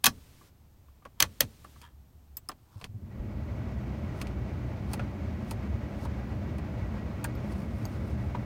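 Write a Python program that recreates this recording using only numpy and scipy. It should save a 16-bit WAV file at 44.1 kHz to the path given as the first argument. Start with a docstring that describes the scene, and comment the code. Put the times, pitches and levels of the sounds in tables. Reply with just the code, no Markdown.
"""Sharp snaps, small clicks, chrome pings and soft thumps, then steady rushing air in a closed car cabin.
These are slide levers on a climate panel, heard close up. Snaps and clicks are short noise bursts,
struck metal is a set of dying sine waves, and air doors are short low booms.
Scrapes and creaks are noise broken up by uneven slips. The blower is shaped noise that grows
as the fan spins up, and it runs on while the temperature lever glides across."""
import sys
import numpy as np
from scipy import signal
from scipy.fft import irfft, next_fast_len
from scipy.io import wavfile
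from scipy.ndimage import uniform_filter1d

SR = 44100
rng = np.random.default_rng(int(sys.argv[2]) if len(sys.argv) > 2 else 0)


def generate_wav(sig):
    """Save sig (samples, or channels by samples) to the path in sys.argv[1] as 16-bit PCM at SR."""
    pcm = np.round(np.clip(np.atleast_2d(sig).T, -1, 1) * 32767).astype(np.int16)
    wavfile.write(sys.argv[1], SR, pcm)


N = 372644
AGE = np.arange(2 ** 14) / SR  # seconds since a blow

# spectrum shared by detent clicks and the scrape before a snap: [f/Hz, relative level/dB]
DETENT_SPECTRUM = [(200, -12), (700, -5.5), (1500, -4.5), (2600, 3), (3700, -3.5), (4500, 4), (6000, -4.5),
                   (7800, -2.5), (9000, -0.5), (10500, -5.5), (12000, -6), (16000, -9)]
# spectrum of the shaken dashboard: [f/Hz, relative level/dB]
DASH_SPECTRUM = [(100, -16.5), (220, -4.5), (430, -7.5), (700, -4.5), (1000, -0.5), (1900, 3), (2600, -0.5),
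                 (4200, -0.5), (6500, -8.5), (8000, -8.5), (12000, -12.5), (16000, -11.5)]
# spectrum of low thuds in the dashboard and ducts: [f/Hz, relative level/dB]
THUD_SPECTRUM = [(25, -20), (60, -2.5), (120, -0.5), (160, -12), (225, 1), (290, -1.5), (430, -16),
                 (600, -7.5), (1200, -33), (4000, -58)]
# resonances and dips of the face plate that colour the clicks: [f/Hz, width/Hz, height/dB]
FACE_PEAKS = [(1120, 66, 2), (1410, 220, -2.5), (1770, 140, 3.5), (2543, 210, 7), (3000, 160, -3.5),
              (3180, 240, 7.5), (3900, 200, -2), (4350, 170, 2), (4840, 180, -7), (5200, 280, 4),
              (5530, 290, -8.5), (6140, 220, 4), (6450, 600, 2.5), (7800, 400, -5), (8300, 200, 4.5),
              (9400, 500, 2.5), (11100, 400, 0.5), (11850, 250, 6.5), (12500, 600, -4.5), (15500, 350, 0)]
# time to fade by 60 dB in dashboard and cabin, before any length factor: [f/Hz, fade/s]
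FADE_TIMES = [(60, 0.35), (120, 0.46), (240, 0.05), (500, .1), (1000, 0.087), (2500, 0.067), (6000, 0.082),
              (16000, 0.071)]


def fan_switch():
    """The sprung contact scrapes over its crest, snaps, rings the face plate and shakes the dashboard."""
    # snaps; level is before the contact/dashboard balance:
    # [t/s, level/dB, brightness/(dB per octave), plate ring/dB, thud/dB]
    snaps = [(0.0410, -14.5, 2.5, -19, -32), (0.057, -14, 1.5, -24, -37.5), (0.0641, -14, 0.7, -19, -29.5),
             (1.2023, -14.5, -0.5, -28, -33.5), (1.2235, -15.5, -1.5, -29, -33),
             (1.4055, -14.5, 1, -39, -29)]
    # spectrum of the snapping contact: [f/Hz, relative level/dB]
    snap_spectrum = [(200, -29), (650, -22), (1200, -7), (2000, -3), (3000, -1), (4500, 0.5), (6200, -0.5),
                     (7800, -5.5), (10000, -6.5), (12000, -2), (13500, -8.5), (16000, -3.5)]
    # ringing modes of the switch and its metal plate: [f/Hz, relative level/dB]
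    plate_modes = [(700, -12.5), (800, -4), (940, -3), (1000, -6), (1135, 3), (1200, -3.5), (1620, -5.5),
                   (1685, 0), (2507, 3), (2570, -7), (3140, -4), (3235, -6), (3900, -3), (4035, 0),
                   (4650, -5), (5100, -1), (5378, -1), (5900, -2), (5950, -1.5), (6400, -6.5), (6772, -7.5),
                   (8450, -7.5), (9590, -7), (10190, -9.5), (12050, -8.5), (15500, -8)]
    crest_lead_s, crest_db = 0.004, -24.5  # scrape before the snap, level relative to it
    out = np.zeros(N)
    modes = [(hz, db, 0.9 * read(FADE_TIMES, hz)) for hz, db in plate_modes]
    for s, db, tilt_db, plate_db, thud_db in snaps:
        contact = crack(snap_spectrum, tilt_db, rise=0.0014, life=0.0022, peaks=FACE_PEAKS)
        dash = tail(DASH_SPECTRUM, tilt_db, rise=0.0013, peaks=FACE_PEAKS)
        scrape = crack(DETENT_SPECTRUM, -1, rise=0.003, life=0.005, peaks=FACE_PEAKS)
        add(out, s - crest_lead_s, amp(db + crest_db) * scrape)
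        add(out, s, amp(db) * (amp(4.0) * contact + amp(-7.5) * dash))
        add(out, s, amp(plate_db) * ring(modes, rise=0.00049, vary_db=2.5))
        add(out, s, amp(thud_db) * tail(THUD_SPECTRUM, 0, rise=0.014))
    return out


def detent_clicks():
    """A lever drops into a detent with a click, and the linkage knocks behind it a moment later."""
    # [t/s, click level/dB, brightness/(dB per octave), knock level/dB, knock pitch/Hz]
    detents = [(1.0515, -50.5, -4, -39, 1120), (1.6432, -55, 8, -41, 1170), (1.8151, -50, 1, -68, 935),
               (2.5159, -44.5, -8, -49, 890), (2.8129, -43.5, -6, -54, 1020), (2.822, -43.5, -16, -54, 980),
               (2.8418, -35, -5.5, -44.5, 740), (4.2144, -34.5, -2, -38, 1110),
               (4.27, -44, -5.5, -50, 1000), (4.9334, -33.5, 2, -33, 830), (4.9945, -34.5, -10, -34, 1450),
               (5.5097, -35.5, 1.3, -34.5, 890), (6.051, -51.5, 1, -33, 960),
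               (6.5828, -50, -1.5, -41.5, 1000), (7.242, -32, 4, -32.5, 904),
               (8.3461, -38, -15.5, -28.5, 976)]
    knock_lag_s = 0.00188
    out = np.zeros(N)
    for s, db, tilt_db, knock_db, hz in detents:
        contact = crack(DETENT_SPECTRUM, tilt_db, rise=0.00052, life=0.0024, peaks=FACE_PEAKS)
        after = tail(DETENT_SPECTRUM, tilt_db - 0.8, rise=0.0016, length=0.67, peaks=FACE_PEAKS)
        add(out, s, amp(db) * (contact + amp(-1.5) * after))
        add(out, s + knock_lag_s, knock(knock_db, hz))
    return out


def knob_taps():
    """A chrome knob lightly taps its slot: a tick and a ping, then a knock from the linkage."""
    # [t/s, ring level/dB, tick level/dB, tick brightness/(dB per octave), knock level/dB, knock pitch/Hz]
    taps = [(2.3690, -27.5, -33, 4.5, -51.5, 1095), (2.4877, -24.5, -36, 2, -31.5, 1185),
            (7.2423, -50, -30.5, 3.5, -30, 1616), (7.352, -48.5, -52, -9, -50, 1390),
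            (7.524, -47, -46, -6, -55, 990), (7.8531, -34, -33.5, -5, -47, 1000)]
    # ringing modes of a knob: [f/Hz, relative level/dB, time to fade by 60 dB/s]
    knob_modes = [(4620, -2, 0.012), (4650, -5, 0.013), (5100, 4.5, 0.016), (4860, -16, 0.0065),
                  (6540, -17, 0.028), (7720, -17, 0.061), (9630, -3, 0.015), (11260, -12, 0.023),
                  (14100, -11, 0.042), (15100, -16, .04), (15200, -13, .045)]
    # spectrum of the contact tick: [f/Hz, relative level/dB]
    tick_spectrum = [(1000, 12), (3500, -23), (4800, -14), (6500, 12.5), (9300, 3), (10500, -9),
                     (12000, -12), (15000, 10)]
    knock_lag_s = 0.0045
    out = np.zeros(N)
    for s, ring_db, tick_db, tilt_db, knock_db, hz in taps:
        tick = crack(tick_spectrum, tilt_db, rise=0.00098, life=0.0014)
        dash = tail(DASH_SPECTRUM, 1.7, rise=0.002, length=0.93, peaks=FACE_PEAKS)
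        ping = ring(knob_modes, rise=0.00066, vary_db=7)
        add(out, s, amp(ring_db) * (ping + amp(-21) * dash) + amp(tick_db) * tick)
        add(out, s + knock_lag_s, knock(knock_db, hz))
    return out


def slack_knocks():
    """A lever takes up its slack or meets its stop, and the linkage knocks."""
    # [t/s, level/dB, main pitch/Hz]
    knocks = [(0.0661, -21.5, 1490), (0.071, -29, 764), (0.412, -51.5, 1160), (0.882, -56.5, 1190),
              (1.022, -54.5, 1186), (1.056, -44, 556), (1.237, -33, 864), (1.409, -25, 570),
              (1.760, -52, 1150), (4.9362, -40, 2670)]
    out = np.zeros(N)
    for s, db, hz in knocks:
        add(out, s, knock(db, hz))
    return out


def knock(db, hz):
    """The hollow linkage rings behind the panel."""
    # ringing modes of the linkage: [multiple of the main pitch, relative level/dB, time to fade by 60 dB/s]
    linkage_modes = [(.62, -6, 0.04), (.9, -6.5, 0.058), (1, 1, 0.05), (1.12, -5, .04), (1.3, -23, 0.09),
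                     (1.47, -6, 0.028), (1.77, -20, 0.049)]
    # spectrum of the panel's answer: [f/Hz, relative level/dB]
    knock_spectrum = [(100, -9), (300, 5), (600, -2), (1100, 0), (1800, -6.5), (3000, -11), (6000, -28),
                      (16000, -42)]
    hollow = ring(linkage_modes, rise=0.0015, pitch=hz, vary_db=1.5)
    return amp(db) * (hollow + amp(-6) * tail(knock_spectrum, 0, rise=0.002, length=0.85))


def rubbing():
    """A moving lever scrapes its slot in fine, uneven slips: short pushes, and one long glide."""
    # friction builds as a lever is pushed, until it gives way: [t when it gives/s, level/dB, build-up/s]
    rubs = [(2.85, -57, 0.091), (4.215, -51.5, .04), (4.941, -46.5, 0.028), (5.52, -52.5, 0.049),
            (6.045, -53, 0.056), (7.529, -55.5, 0.07), (7.85, -63, 0.083)]
    # spectrum of the scrape: [f/Hz, relative level/dB]
    rub_spectrum = [(200, -14), (1000, 20), (2000, 1), (5000, 5), (7000, -1.5), (9000, 0.5), (10500, -4.5),
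                    (12500, -2), (14000, -8), (15000, -2), (16000, -13)]
    # resonances of the long glide: [f/Hz, width/Hz, height/dB]
    slide_peaks = [(9400, 1200, 3), (15100, 900, 4)]
    slips = amp(2.6 * unit(uniform_filter1d(rng.standard_normal(N), size=90)))
    pushes = sum(amp(db) * envelope(s, build, 0, release=0.012) for s, db, build in rubs)

    # the temperature lever has no detents; finger pressure varies slowly along its stroke
    slide_db, uneven_db = -64, 2.5
    grip = noise([(1, 0), (6, 0), (15, -20), (60, -80), (400, -120)], N)
    stroke = envelope(7.52, attack=0.05, hold=0.71, release=0.13)
    glide = amp(slide_db + uneven_db * grip) * stroke

    push_scrape = unit(slips * noise(rub_spectrum, N))
    glide_scrape = unit(slips * noise(rub_spectrum, N, peaks=slide_peaks))
    return pushes * push_scrape + glide * glide_scrape


def creak(slip_hz=110):
    """The fan lever creaks under the finger: quick, uneven slips pulse noise with its resonances."""
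    # the finger leans on the lever or lets go: [t/s, level/dB, attack/s, hold/s]
    creaks = [(1.202, -59.5, .016, .005), (1.82, -53.5, .004, 0.033)]
    # resonances of the creak: [f/Hz, width/Hz, height/dB]
    creak_peaks = [(960, 100, 19), (1256, 220, 5.5), (1720, 150, 11.5), (2300, 200, -2.5),
                   (3240, 400, 13.5)]
    wander = unit(uniform_filter1d(rng.standard_normal(N), size=300))
    turns = np.cumsum(slip_hz * (1 + 0.26 * wander)) / SR
    slips = unit(0.5 + np.exp(-(turns % 1) / 0.3))
    spectrum = [(200, 6), (700, -3.0), (1200, 3.5), (3300, -6.0), (6000, -11.0), (12000, -16.5)]
    body = noise(spectrum, N, peaks=creak_peaks)
    pressure = sum(amp(db) * envelope(s, attack, hold, release=0.024) for s, db, attack, hold in creaks)
    return pressure * slips * body


def air_doors():
    """Each padded flap lands with a soft boom in the ducts."""
    # level is before the boom/thud balance: [t/s, level/dB, pitch/Hz]
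    doors = [(2.758, -40.5, 99), (2.892, -39.5, 99), (2.943, -37, 107), (3.157, -36.5, 80.5),
             (3.197, -32, 58)]
    out = np.zeros(N)
    for s, db, hz in doors:
        boom = np.sin(2 * np.pi * hz * AGE) * (1 - np.exp(-AGE / 0.0056)) * np.exp(-AGE / 0.017)
        thud = tail(THUD_SPECTRUM, -1.7, rise=0.0049)
        add(out, s, amp(db) * (amp(11.0) * boom + amp(-12.5) * thud))
    return out


def blower(level_db=-34, flutter_db=0.9, rush_db=-0.5):
    """The fan gathers speed; its rush grows with speed more steeply than its rumble."""
    # spectrum of the moving air: [f/Hz, relative level/dB]
    air_spectrum = [(25, -37), (45, -15.5), (60, 0.5), (100, -1.5), (145, -10.5), (220, -10.5),
                    (330, -17.5), (470, -29), (700, -28.5), (1100, -29.5), (2400, -36), (3300, -44),
                    (6500, -51.5), (8000, -59), (16000, -71.5)]
    # cabin and duct resonances and dips: [f/Hz, width/Hz, height/dB]
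    duct_peaks = [(121.3, 6.1, 10), (176.5, 6.1, -7.5), (201.9, 30.3, 6.5), (237.2, 7.8, 5.5),
                  (252, 17.4, -6), (292, 13, 3), (389.4, 11.5, 4), (575, 270, 10), (852, 27, 4.5),
                  (1786, 32, -10), (1940, 64, 6.5), (2210, 47, 6.5), (4400, 280, 1), (12400, 580, 8)]
    on_s, spin_up_s, creep_per_s = 2.793, 0.41, 0.006  # it keeps creeping faster after the run-up
    running = np.maximum(np.arange(N) / SR - on_s, 0)
    speed = np.tanh(running / spin_up_s) * (1 + creep_per_s * running)
    air = noise(air_spectrum, N, peaks=duct_peaks)
    rumble = signal.sosfiltfilt(signal.butter(2, 350, fs=SR, output="sos"), air)
    eddies = noise([(1, 0), (8, -3), (30, -12), (100, -40), (400, -100)], N)  # slow flutter
    rush = (air - rumble) * amp(rush_db + flutter_db * eddies)
    return amp(level_db) * (rumble * speed ** 1.6 + rush * speed ** 3)


def cabin():
    """Faint outside noise, booming in the cabin's lowest air mode, with one swell of the boom."""
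    # spectrum of the faint steady noise: [f/Hz, relative level/dB]
    quiet_spectrum = [(25, -11.5), (50, -3), (70, -1.5), (120, -3), (160, -10), (300, -16.5), (500, -24.5),
                      (900, -25), (1600, -33.5), (4000, -37), (9000, -39.5), (10500, -43), (12500, -35.5),
                      (16000, -37.5)]
    rumble_db, swell_db = -65, 9.5
    boom = noise([(20, -50), (55, -18), (70, 0), (85, -16), (200, -60), (1000, -110)], N)
    swell = envelope(1.2, attack=0.13, hold=1.1, release=0.13)
    return amp(-59.0) * noise(quiet_spectrum, N) + amp(rumble_db + swell_db * swell) * boom


def crack(colour, tilt_db, rise, life, peaks=()):
    """The contact itself: a burst of noise a few milliseconds long."""
    shape = (1 - np.exp(-(AGE / rise) ** 2)) * np.exp(-AGE / life)
    return noise(colour, len(AGE), tilt_db, peaks) * shape / shape.max()


def tail(colour, tilt_db, rise, length=1, peaks=()):
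    """Noise for countless panel modes and cabin reflections; each pitch fades at its own rate."""
    hz, t, z = signal.stft(noise(colour, len(AGE), tilt_db, peaks), SR, nperseg=256)
    t60 = length * read(FADE_TIMES, hz)[:, None]
    z = z * np.exp(-np.log(1000) * t / t60)
    return signal.istft(z, SR)[1][:len(AGE)] * (1 - np.exp(-AGE / rise))


def ring(modes, rise, pitch=1, vary_db=2):
    """Dying sine waves; each blow lands a little differently and shares its energy anew."""
    hz, db, t60 = np.transpose(modes)[:, :, None]
    size = amp(db + vary_db * rng.standard_normal(db.shape))
    waves = np.sin(2 * np.pi * (hz * pitch * AGE + rng.random(hz.shape)))
    dying = waves * np.exp(-np.log(1000) * AGE / t60)
    total = (size * dying).sum(0) / np.sqrt((size ** 2).sum() / 2)
    return total * (1 - np.exp(-AGE / rise))


def noise(colour, size, tilt_db=0, peaks=()):
    """Noise of rms 1 with a spectrum, resonances, and a tilt per octave well above 500 Hz."""
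    padded = 2 * next_fast_len(size // 2 + 1, True)
    hz = np.fft.rfftfreq(padded, 1 / SR)
    db = read(colour, hz) + tilt_db * np.log2(1 + hz / 500)
    for centre, width, height in peaks:
        db = db + height / (1 + (2 * (hz - centre) / width) ** 2)
    random_phase = np.exp(2j * np.pi * rng.random(len(hz)))
    return unit(irfft(amp(db) * random_phase, padded)[:size])


def envelope(s, attack, hold, release):
    """Grows exponentially to 1 at s, holds, then dies away."""
    t = np.arange(N) / SR - s
    growth = np.minimum(t, 0) / attack
    decay = np.maximum(t - hold, 0) / release
    return np.exp(np.maximum(growth - decay, -30))


def amp(db):
    """Turns decibels into a loudness factor."""
    return 10 ** (np.asarray(db) / 20)


def unit(x):
    """Scales to rms 1."""
    return x / np.sqrt(np.mean(x ** 2) + 1e-20)


def read(points, hz):
    """A table's value at hz, on a log-frequency axis."""
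    f, value = np.transpose(points)
    return np.interp(np.log(hz + 1), np.log(f + 1), value)


def add(mix, s, sound):
    """Mixes a sound in at s seconds."""
    part = mix[max(round(s * SR), 0):][:len(sound)]
    part += sound[:len(part)]


def scene():
    """All sources together, in one channel."""
    levers = detent_clicks() + knob_taps() + slack_knocks()
    friction = creak() + rubbing()
    return (fan_switch() + levers + friction + air_doors() + blower() + cabin())[None]


def record(dry, hold=0.415, hiss_db=-61):
    """A loud peak holds the recorder's noise gate open and lets its hiss through; soft overload; band limit."""
    # spectrum of the hiss: [f/Hz, relative level/dB]
    hiss_spectrum = [(100, 17), (300, 9.5), (700, 1.5), (4000, -0.5), (7000, -3), (9500, -4), (10400, -7.5),
                     (11500, -4.5), (16000, -7.5)]
    edge_hz = 16100
    loud = abs(dry[0]) > 0.17
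    t = np.arange(N) / SR
    since_loud = t - np.maximum.accumulate(np.where(loud, t, -1))
    gate = uniform_filter1d((since_loud < hold) * 1.0, size=1800)  # smooth edges, 41 ms long
    wet = np.tanh(dry + amp(hiss_db) * gate * noise(hiss_spectrum, N))
    low_pass = signal.firwin(255, edge_hz, window=("kaiser", 8), fs=SR)
    return signal.oaconvolve(wet, low_pass[None], "same")


dry = scene()
out = record(dry)
generate_wav(out)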